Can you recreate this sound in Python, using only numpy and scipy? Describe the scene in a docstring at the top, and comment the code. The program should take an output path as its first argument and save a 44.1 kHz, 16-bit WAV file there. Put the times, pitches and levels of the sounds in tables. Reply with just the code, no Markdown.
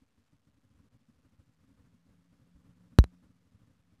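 """Tyre bead seating.

A tyre being inflated in a workshop hums faintly, higher as the pressure grows, then snaps onto its rim.
The bead slips twice under 1 ms apart and once more, softly. Each slip is a pressure pulse that thumps
the tyre and pings the rim, close to a small microphone that cuts the deep bass. The hose bumps softly;
far off a machine chugs unevenly over traffic rumble. The recorder distorts briefly on the pop,
and its coarse quantisation adds a fine hiss."""
import sys
import numpy as np
from scipy import signal
from scipy.fft import rfft, irfft
from scipy.io import wavfile

SR = 44100
rng = np.random.default_rng(int(sys.argv[2]) if len(sys.argv) > 2 else 0)


def dump(signal):
    """Clip the signal to [-1, 1] and save it as 16-bit WAV at the path in sys.argv[1]."""
    limited = np.clip(np.atleast_2d(signal).T, -1, 1)
    pcm = np.round(limited * 32767).astype(np.int16)
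    wavfile.write(sys.argv[1], SR, pcm)


N = 176400
T = np.arange(N) / SR

# workshop air spectrum: f/Hz, level/dB
AIR_SPECTRUM = [(100, 0), (700, -2.5), (1200, 0), (2500, -7), (6000, -15), (14000, -28)]
# traffic spectrum: f/Hz, level/dB
TRAFFIC_SPECTRUM = [(25, -18), (60, -2), (110, 3), (150, -5.5), (275, 0), (340, -19), (520, -15),
                    (680, -25.5), (1200, -22), (2500, -32), (8000, -43.5)]
# traffic envelope: t/s, level/dB
TRAFFIC_LEVELS = [(0, -80.5), (.45, -79), (.7, -73.5), (1.1, -75), (1.6, -71), (2.45, -70), (2.7, -67),
                  (3.15, -66), (3.35, -71), (4, -72.5)]
# machine chugs: t/s, level/dB
MACHINE_CHUGS = [(0.013, -63), (.17, -67.5), (0.324, -60.5), (0.466, -60.5), (.565, -67.5), (.635, -68),
                 (.70, -63), (0.784, -59), (.933, -60), (1.083, -60.5), (1.244, -58.5), (1.32, -62.5),
                 (1.387, -59.5), (1.476, -65.5), (1.624, -63), (1.701, -63), (1.78, -63), (1.848, -67.5),
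                 (1.93, -60.5), (2.087, -59), (2.408, -61.5), (2.55, -61), (2.69, -59), (2.921, -58.5),
                 (3.22, -60), (3.29, -66), (3.54, -62), (3.625, -63.5), (3.69, -66), (3.92, -64)]
# chug spectrum: f/Hz, level/dB
CHUG_SPECTRUM = [(25, -24), (55, -5), (105, 3), (160, -9), (205, -4), (280, -4), (345, -26), (430, -25),
                 (525, -19), (680, -33.5), (1200, -28.5), (2500, -39.5), (8000, -52)]
# hose and wheel bumps: t/s, level/dB
HANDLING_BUMPS = [(0.471, -60), (.745, -59), (2.104, -63), (2.549, -50), (2.70, -60.5)]
# room tail spectrum: f/Hz, level/dB
TAIL_SPECTRUM = [(100, -1), (400, -6), (1100, -8.5), (3000, -20.5), (6000, -25), (14000, -39)]
# tyre resonance: t/s, f/Hz, level/dB
HUM_TRACK = [(.6, 145.3, -88.5), (.9, 151, -79), (1.4, 159, -79), (1.7, 164, -75), (2.2, 173, -69),
             (2.6, 176.9, -67), (3.15, 176.5, -65), (3.3, 174.9, -72), (4, 173.7, -74)]
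# recorder distortion partials: f/Hz, level/dB re excess swing
DISTORTION_PARTIALS = [(6050, -27), (12000, -28.5)]
# rim modes: f/Hz, level/dB re ping, t60/s
RIM_MODES = [(3950, -22, .018), (9350, -17.7, .00157)]
# bead slips: t/s, level/dB, pressure fall/ms, snap/dB, wall/dB, ping/dB (last three re pulse)
BEAD_SLIPS = [(2.987028, -11.3, 2.34, 2.1, 5.6, 1.3), (2.987703, 3.4, .596, -13.2, -3, -4.6),
              (3.040877, -17.2, .584, -6.2, -14.2, -5.5)]
POP_S = BEAD_SLIPS[0][0]


def undb(db):
    """Decibels to gain."""
    return 10 ** (np.asarray(db) / 20)


def curve(rows, column=1):
    """Table column, linearly interpolated over time."""
    rows = np.array(rows)
    return np.interp(T, rows[:, 0], rows[:, column])


def noise(spectrum):
    """Unit-rms noise shaped by (f/Hz, level/dB) points."""
    hz, db = np.array(spectrum).T
    bins_hz = np.maximum(np.fft.rfftfreq(N, 1 / SR), 1)
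    gain = undb(np.interp(np.log(bins_hz), np.log(hz), db))
    shaped = irfft(rfft(rng.standard_normal(N)) * gain, N)
    return shaped / shaped.std()


def drift(rate_hz):
    """Smooth random drift, unit deviation, about rate_hz changes a second."""
    bins_hz = np.fft.rfftfreq(N, 1 / SR)
    smooth = irfft(rfft(rng.standard_normal(N)) * np.exp(-(2 * bins_hz / rate_hz) ** 2), N)
    return smooth / smooth.std()


def ring(start_s, hz, t60_s):
    """Damped mode struck at start_s."""
    age_s = np.maximum(T - start_s, 0)
    return np.sin(2 * np.pi * hz * age_s) * np.exp(-np.minimum(np.log(1000) * age_s / t60_s, 50))


def workshop_air(level_db=-88):
    """Steady room noise."""
    return undb(level_db) * noise(AIR_SPECTRUM)


def traffic(flutter_db=4.5):
    """Street rumble with a fluttering level."""
    rumble = noise(TRAFFIC_SPECTRUM)
    flutter = np.clip(drift(rate_hz=50), -2, 1.5)
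    return rumble * undb(curve(TRAFFIC_LEVELS) + flutter_db * flutter)


def machine(attack_s=.006, hold_s=.018, fall_s=.014):
    """Dull, uneven puffs of a distant machine."""
    envelope = np.zeros(N)
    for start_s, db in MACHINE_CHUGS:
        attack = np.clip((T - start_s) / attack_s, 0, 1)
        decay = np.exp(-np.clip(T - start_s - hold_s, 0, .5) / fall_s)
        envelope += undb(db) * attack * decay
    return envelope * noise(CHUG_SPECTRUM)


def handling():
    """Soft, low bumps of the handled hose and wheel."""
    return sum(undb(db) * ring(start_s, hz=65.2, t60_s=.14) for start_s, db in HANDLING_BUMPS)


def room_tail(level_db=-54, t60_s=.22):
    """Short, faint workshop reverberation after the pop."""
    age_s = T - POP_S
    envelope = (age_s > 0) * undb(level_db - 60 * np.clip(age_s, 0, 1) / t60_s)
    return envelope * noise(TAIL_SPECTRUM)


def tyre_hum(waver_db=2.5, ring_db=-43.5):
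    """Tyre resonance: climbs with pressure, rings on after the pop."""
    hz = curve(HUM_TRACK) * (1 + .006 * drift(rate_hz=15))
    level_db = curve(HUM_TRACK, column=2) + waver_db * drift(rate_hz=22)
    hum = undb(level_db) * np.sin(2 * np.pi * np.cumsum(hz) / SR)
    return hum + undb(ring_db) * ring(POP_S, hz=177.4, t60_s=.55)


def peak_distortion(swing, threshold=.34):
    """Brief high fizz of recorder distortion on the pop's loudest swings."""
    excess = np.maximum(np.abs(swing) - threshold, 0)
    return excess * sum(undb(db) * np.sin(2 * np.pi * hz * T) for hz, db in DISTORTION_PARTIALS)


def mic_bass_cut(pressure, hz=51.3, q=1.35):
    """Small microphone: two identical resonant high-passes."""
    omega = 2 * np.pi * hz
    b, a = signal.bilinear([1, 0, 0], [1, omega / q, omega ** 2], SR)
    return signal.lfilter(b, a, signal.lfilter(b, a, pressure))


def bead_slips(rise_ms=.396, snap_delay_ms=.205, snap_width_ms=.039):
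    """Per slip: a steep, leaking pressure step swings the tyre wall; a sharp snap pings the rim."""
    pressure = np.zeros(N)
    for start_s, db, fall_ms, snap_db, wall_db, ping_db in BEAD_SLIPS:
        since_ms = (T - start_s) * 1000
        age_ms = np.clip(since_ms, 0, 100)
        snap_s = start_s + snap_delay_ms / 1000
        pulse = (1 - np.exp(-age_ms / rise_ms)) * np.exp(-age_ms / fall_ms)
        snap = undb(snap_db) * np.exp(-np.minimum(np.abs(since_ms - snap_delay_ms) / snap_width_ms, 20))
        wall = undb(wall_db) * ring(start_s, hz=65.5, t60_s=.0147)
        ping = sum(undb(mode_db + ping_db) * ring(snap_s, hz, t60_s) for hz, mode_db, t60_s in RIM_MODES)
        pressure += undb(db) * (pulse + snap + wall - ping)
    return pressure


def scene():
    """Close pop and tyre hum over quiet surroundings, mono."""
    pop = mic_bass_cut(bead_slips())
    foreground = pop + peak_distortion(pop) + room_tail() + tyre_hum()
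    background = machine() + handling() + traffic() + workshop_air()
    return (foreground + background)[None]


def record(dry):
    """Recorder: coarse quantisation roughens quiet sound; low-passes soften the treble and cut the top."""
    step_db, treble_hz, top_hz = -71.5, 11000, 14500
    step = undb(step_db)
    quantised = step * np.floor(dry / step)
    softened = signal.sosfilt(signal.butter(2, treble_hz, fs=SR, output="sos"), quantised)
    return signal.sosfilt(signal.ellip(8, .2, 70, top_hz, fs=SR, output="sos"), softened)


dry = scene()
out = record(dry)
dump(out)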